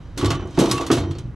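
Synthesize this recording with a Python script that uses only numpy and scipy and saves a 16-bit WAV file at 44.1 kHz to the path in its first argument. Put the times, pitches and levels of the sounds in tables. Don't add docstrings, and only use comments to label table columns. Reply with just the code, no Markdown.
import sys
import numpy as np
from scipy import signal
from scipy.fft import rfft, irfft
from scipy.io import wavfile

SR = 44100
rng = np.random.default_rng(int(sys.argv[2]) if len(sys.argv) > 2 else 0)


def invert_db(x):
    u = np.asarray(x, float) / 20
    return 10 ** u


def pcm_store(signal):
    levels = np.round(np.clip(np.atleast_2d(signal), -1, 1) * 32767)
    wavfile.write(sys.argv[1], SR, levels.astype(np.int16).T)


N = 59535

CLACK_RISE_S, THUMP_RISE_S, BOOM_RISE_S = 0.00054, 0.0017, 0.0032
BODY_SPREAD_DB = 2.0


def at_hz(points, hz):
    table_hz, value = np.transpose(points)
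    return np.interp(np.log(hz), np.log(table_hz), value)


def rms_one(x):
    return x / np.sqrt(np.mean(x ** 2) + 1e-20)


# pitch_hz, level_db
WIDTH = [(60, -24), (300, -22.5), (1000, -12.5), (2500, -7.5), (8000, -13.5), (14000, -2.5)]


def strike(times, hz, gains, fade, t60s, rise_s, spread_db):
    ring_s = 0.45
    t = np.arange(int(ring_s * SR)) / SR
    modes = np.sin(2 * np.pi * np.outer(hz, t)) * invert_db(-60 * np.outer(fade, t))
    luck = rng.standard_normal((len(times), 3, len(hz)))
    mid_gains = gains * invert_db(spread_db * luck[:, 0]) * np.sign(luck[:, 1])
    side_gains = gains * luck[:, 2] * invert_db(at_hz(WIDTH, hz))
    end_fade = np.clip((ring_s - t) * 20, 0, 1)
    out = np.zeros((2, N + len(t)))
    for start_s, mid, side, t60 in zip(times, mid_gains @ modes, side_gains @ modes, t60s):
        decay = invert_db(-60 * t / np.clip(t60, .02, 3))
        shape = (1 - np.exp(-t / rise_s)) * decay * end_fade
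        start = int(start_s * SR)
        out[:, start:start + len(t)] += np.array([mid + side, mid - side]) * shape
    return out[:, :N]


def soft_contacts(events, modes, level_db, centre_hz, focus_db, rise_s, count):
    start_s, db, tilt, t60 = np.transpose(events)
    hz, mode_db = np.transpose(modes)
    filler_hz = np.geomspace(.6 * hz.min(), 1.3 * hz.max(), count) * rng.uniform(.98, 1.02, count)
    filler_db = -12.5 - 6 * (filler_hz < .75 * centre_hz)
    hz, mode_db = np.r_[hz, filler_hz], np.r_[mode_db, filler_db]
    octaves = np.log2(hz / centre_hz)
    hit_db = db[:, None] + tilt[:, None] * octaves
    gains = invert_db(level_db + mode_db + hit_db - focus_db * np.abs(octaves))
    return strike(start_s, hz, gains, hz / 400, t60, rise_s, BODY_SPREAD_DB)


# start_s, level_db, tilt_db_per_octave, t60_s
THUMPS = [(0.173, -22.5, 3, 1), (0.228, -10, 2, 0.18), (0.236, -7, -2, 0.16), (0.277, -22, 10, 0.86),
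          (0.306, -15, 6.5, 0.095), (0.349, -22.5, 1.5, 0.67), (0.414, -26, 5, 0.37),
          (0.45, -28.5, 6.5, 0.99), (0.576, -4, 4, 0.089), (0.583, -5.5, 1, 0.21), (0.596, -3.5, -7, 0.23),
          (0.612, -4.5, 5, 0.15), (0.622, -5, 3, 0.081), (0.639, -10, 5.5, 0.2), (0.674, -12.5, 6.5, 0.28),
          (0.709, -21, 8.5, 1), (0.795, -19, 9, 0.92), (0.901, -8.5, -0.5, 0.2), (0.907, -5.5, -6.5, 0.16),
          (0.922, -6.5, 3, 0.18), (0.968, -14, 4, 0.29), (1.003, -21, 5.5, 1), (1.059, -25, 3, 1),
          (1.151, -28.5, -1, 0.66), (1.248, -39, -24, 0.51)]
# pitch_hz, level_db
BOX = [(205, -4), (236, -7), (265, -4), (283, 2), (332, 1), (361, -2), (392, -9), (421, -10), (460, -7),
       (670, -5), (867, -12), (960, -12), (530, -15)]


def thumps():
    return soft_contacts(THUMPS, BOX, level_db=-9.5, centre_hz=320, focus_db=8.5,
                         rise_s=THUMP_RISE_S, count=50)


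# start_s, level_db, tilt_db_per_octave, t60_s
BOOMS = [(.226, -9.5, -9, 1), (.275, -4.5, -2, 0.18), (.31, -13.5, 10, 1), (.576, -16.5, 32.5, 0.46),
         (.70, -21.5, 24.5, 0.37), (.74, -20, -19, 0.2), (.905, -13, 15.5, 0.86), (.98, -14.5, -13.5, 0.78),
         (1.09, -13, -1, 0.71), (1.16, -23, -14, 0.65), (1.24, -17, -9, 0.56)]
# pitch_hz, level_db
PANEL = [(63, -4), (93, -2), (124, -4.5), (146, -4.5)]


def booms():
    return soft_contacts(BOOMS, PANEL, level_db=-4.5, centre_hz=100, focus_db=15.5,
                         rise_s=BOOM_RISE_S, count=8)


# pitch_hz, level_db (per Hz)
SHEET = [(700, -14), (1200, -6), (1700, -15.5), (3500, -11.5), (6500, -12), (8000, -15), (12000, -23.5),
         (15000, -43)]
# pitch_hz, t60_s
SHEET_T60 = [(700, 1), (2000, 0.82), (5000, 0.16), (10000, 0.17), (15000, 0.061)]
STRONG_HZ = [1442, 2606, 2713, 3030, 3386, 3618, 3838, 4199, 4440, 5615, 5884, 6794, 7768]


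def sheet_modes(count, low_hz, high_hz):
    strong_db, strong_rings_longer, spread_db = 4, 1.3, 3.0
    place = (np.arange(count) + rng.random(count)) / count
    dense_hz = (np.sqrt(low_hz) + place * (np.sqrt(high_hz) - np.sqrt(low_hz))) ** 2
    hz = np.r_[dense_hz, STRONG_HZ]
    db = np.r_[spread_db * rng.standard_normal(count), np.full(len(STRONG_HZ), strong_db)]
    gain = invert_db(at_hz(SHEET, hz) + db) * hz ** .25
    fade = rng.uniform(.7, 1.3, len(hz)) / at_hz(SHEET_T60, hz)
    fade = fade / np.where(np.isin(hz, STRONG_HZ), strong_rings_longer, 1)
    return hz, gain / np.sqrt(np.sum(gain[hz > 2500] ** 2) / 2), fade


# start_s, level_db, tilt_db_per_octave, t60_s
CLACKS = [(0.176, -20.5, 0.5, 0.49), (0.2115, -26, -5, 0.44), (0.2453, -19.5, -4, 0.062),
          (0.2564, -17, -1, 0.13), (0.3039, -16, -3.5, 0.3), (0.3474, -32, -3.5, 0.27),
          (0.3942, -42, -12.5, 0.18), (0.407, -38.5, -8, 0.088), (0.424, -45, -11.5, 0.45),
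          (0.454, -50, 10.5, 0.04), (0.473, -43, 8, 0.053), (0.506, -44, 5, 0.2),
          (0.5739, -29.5, -10, 0.67), (0.5882, -15.5, -1, 0.27), (0.6148, -39, 9, 0.45),
          (0.6566, -22.5, -3.5, 0.18), (0.6983, -34.5, -10, 0.41), (0.712, -10, 2, 0.15),
          (0.7777, -20.5, -4, 0.081), (0.8087, -24.5, -3, 0.35), (0.8645, -22.5, -0.5, 0.25),
          (0.9021, -27, -15.5, 0.092), (0.9146, -12, -2, 0.18), (0.972, -29.5, -7, 0.2),
          (1.034, -39, -8.5, 0.5), (1.1095, -32.5, -1.5, 0.17), (1.1512, -40, -6, 0.13),
          (1.184, -31, 0.5, 0.16)]


def clacks():
    firm_db, dull_hz = -23, 7000
    light_dulls = 0.72
    start_s, db, tilt, t60 = np.transpose(CLACKS)
    hz, gain, fade = sheet_modes(count=400, low_hz=699.8, high_hz=15616)
    tilt_db = tilt[:, None] * np.log2(np.maximum(hz, 1800) / 5000)
    under_firm_db = np.minimum(db[:, None] - firm_db, 0)
    dull_db = light_dulls * under_firm_db * np.log2(np.maximum(hz / dull_hz, 1))
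    gains = gain * invert_db(-10.5 + db[:, None] + tilt_db + dull_db)
    return strike(start_s, hz, gains, fade, t60, CLACK_RISE_S, spread_db=4.0)


# start_s, pitch_hz, bend_hz (upward as the grip closes)
RING_AT = [(.31, 5884, 0), (.31, 5927, 0), (1.062, 5880, 0), (1.151, 4410, 0), (.714, 1126, 30),
           (.212, 1134, 0), (.247, 1134, 0), (.256, 3030, 0), (.304, 1110, 0), (.326, 1134, 28),
           (.305, 2713, 0), (.574, 680, 0), (.612, 664, 0), (.712, 3820, 0), (.712, 4990, 0),
           (.714, 2606, 0), (.715, 9351, 0), (.715, 9496, 0), (.715, 9830, 0), (.776, 2715, 0),
           (.915, 9700, 0), (.92, 3150, 0), (.3, 680, 0), (.904, 690, 0), (.97, 675, 20), (.415, 210, 0),
           (.995, 200, 0), (.178, 3500, 0), (.178, 4300, 0), (.905, 334, 0), (.606, 281, 0), (.235, 93, 0),
           (1.03, 96, 0), (.28, 5400, 0), (.28, 4420, 0), (1.075, 3080, 0)]
# level_db, t60_s, held_s (time until a hand damps it)
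RING_SIZE = [(-50, .7, .15), (-53, .7, .15), (-59, 3.0, .048), (-51, .3, .032), (-26.5, 3.0, .122),
             (-28, 1, .027), (-29, .8, .048), (-40.5, .8, .23), (-23, .2, .02), (-30.5, 3, .04),
             (-36, .2, .06), (-23, .3, .03), (-21.5, .6, .045), (-26, .1, .03), (-26, .1, .03),
             (-42, .8, .12), (-42, .3, .07), (-41, .3, .07), (-44, .2, .07), (-30, .25, .02),
             (-43, .15, .045), (-48, 1.2, .3), (-30, .5, .04), (-27, .4, .035), (-32, .5, .025),
             (-30, .3, .08), (-32, .6, .1), (-35, .2, .04), (-34, .15, .03), (-14, .4, .032),
             (-13, .6, .045), (-22, .6, .2), (-24, .8, .2), (-40, .3, .025), (-40, .3, .025),
             (-57, 1, .035)]


def rings():
    waver_db, waver_hz, waver_per_s = 1.2, 1.5, 40
    bend_s, damped_t60_s, rise_cycles = .025, .028, 0.81
    t, out = np.arange(N) / SR, np.zeros(N)
    for (start_s, hz, bend_hz), (db, t60, held_s) in zip(RING_AT, RING_SIZE):
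        age = np.maximum(t - start_s, 0)
        grip = rng.standard_normal((2, 60))
        level, pitch = [np.interp(age * waver_per_s, np.arange(60), row) for row in grip]
        bend = bend_hz * np.clip((age - held_s) / bend_s + 1, 0, 2) ** 2
        shift_hz = (waver_hz * pitch + bend) * (age > 0)
        phase = 2 * np.pi * (hz * age + np.cumsum(shift_hz) / SR)
        damped_db = 60 * np.maximum(age - held_s, 0) / damped_t60_s
        loudness = invert_db(db + waver_db * level - 60 * age / t60 - damped_db)
        out += loudness * np.sin(phase) * (1 - np.exp(-age * hz / rise_cycles))
    return out


# start_s, level_db
SCRAPE = [(0.156, -62.5), (0.183, -38.5), (.24, -42), (.35, -45), (.40, -70), (0.498, -52), (0.566, -47),
          (0.602, -29), (0.673, -40), (0.702, -34), (.83, -43), (.89, -51), (0.924, -29.5), (0.992, -37.5),
          (1.02, -46.5), (1.07, -57), (1.2, -57.5), (1.35, -73)]


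def scrape():
    grit_per_s, grit_spread_db = 2500, 3.0
    sizzle_hz, sizzle_follows = 6000, 0.67
    drag_s, drag_db = np.transpose(SCRAPE)
    db = np.interp(np.arange(N) / SR, drag_s, drag_db)
    grit = (rng.random(N) < grit_per_s / SR) * rng.choice([-1, 1], N)
    grit = grit * invert_db(grit_spread_db * np.minimum(rng.exponential(1, N), 4))
    hz, gain, fade = sheet_modes(count=400, low_hz=679.7, high_hz=15500)
    sheet = strike([0], hz, gain[None], fade, [0.11], CLACK_RISE_S, BODY_SPREAD_DB)
    box = soft_contacts([(0.0019, 0, 0, 0.25)], BOX[:9], level_db=0, centre_hz=510, focus_db=0.96,
                        rise_s=THUMP_RISE_S, count=30)
    body = invert_db(3.5) * rms_one(sheet) + invert_db(6.5) * rms_one(box)
    drive = grit * invert_db(db) / np.sqrt(N * np.mean(grit ** 2))
    full = signal.fftconvolve(body, drive[None], axes=1)[:, :N]
    dull = signal.sosfiltfilt(signal.butter(2, sizzle_hz, fs=SR, output="sos"), full)
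    return dull + (full - dull) * invert_db(sizzle_follows * (db - db.max()))


# pitch_hz, level_db
STREET = [(15, -33), (25, 12), (134, 2), (183, -5.5), (330, -19), (631, -23.5), (1730, -31), (4160, -47.5),
          (12000, -60.5), (15600, -104), (22000, -120)]


def street():
    hz = np.maximum(np.fft.rfftfreq(N, 1 / SR), 10)
    noise = rfft(rng.standard_normal((2, N)))
    mid, side = rms_one(irfft(noise * invert_db(at_hz(STREET, hz)), N))
    side = side * invert_db(-17.5)
    return invert_db(-32) * np.array([mid + side, mid - side])


def scene():
    return thumps() + booms() + clacks() + rings() + scrape() + street()


def roll_off(x):
    return signal.sosfilt(signal.butter(12, 15830, fs=SR, output="sos"), x)


# pitch_hz, level_db
BALANCE_DB = [(60, -0.5), (3000, -1.5), (8000, -0.4), (14000, 3)]


def record(dry):
    edge_fade_s, pad = .004, 2000
    lag_s, lag_fades_hz = 1 / SR, 6000
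    x = signal.sosfilt(signal.butter(1, 72, "high", fs=SR, output="sos"), dry)
    to_edge = np.minimum(np.arange(N), np.arange(N)[::-1])
    x = x * np.clip(to_edge / SR / edge_fade_s, 0, 1)
    x = np.pad(x, [(0, 0), (pad, pad)], mode="reflect")
    hz = np.maximum(np.fft.rfftfreq(x.shape[1], 1 / SR), 1)
    lag = np.exp(-1j * np.pi * hz * lag_s / (1 + (hz / lag_fades_hz) ** 2))
    half = invert_db(at_hz(BALANCE_DB, hz) / 2) * lag
    mix = irfft(rfft(x) * np.array([half, 1 / half]), x.shape[1])[:, pad:-pad]
    return roll_off(mix)


dry = scene()
out = record(dry)
pcm_store(out)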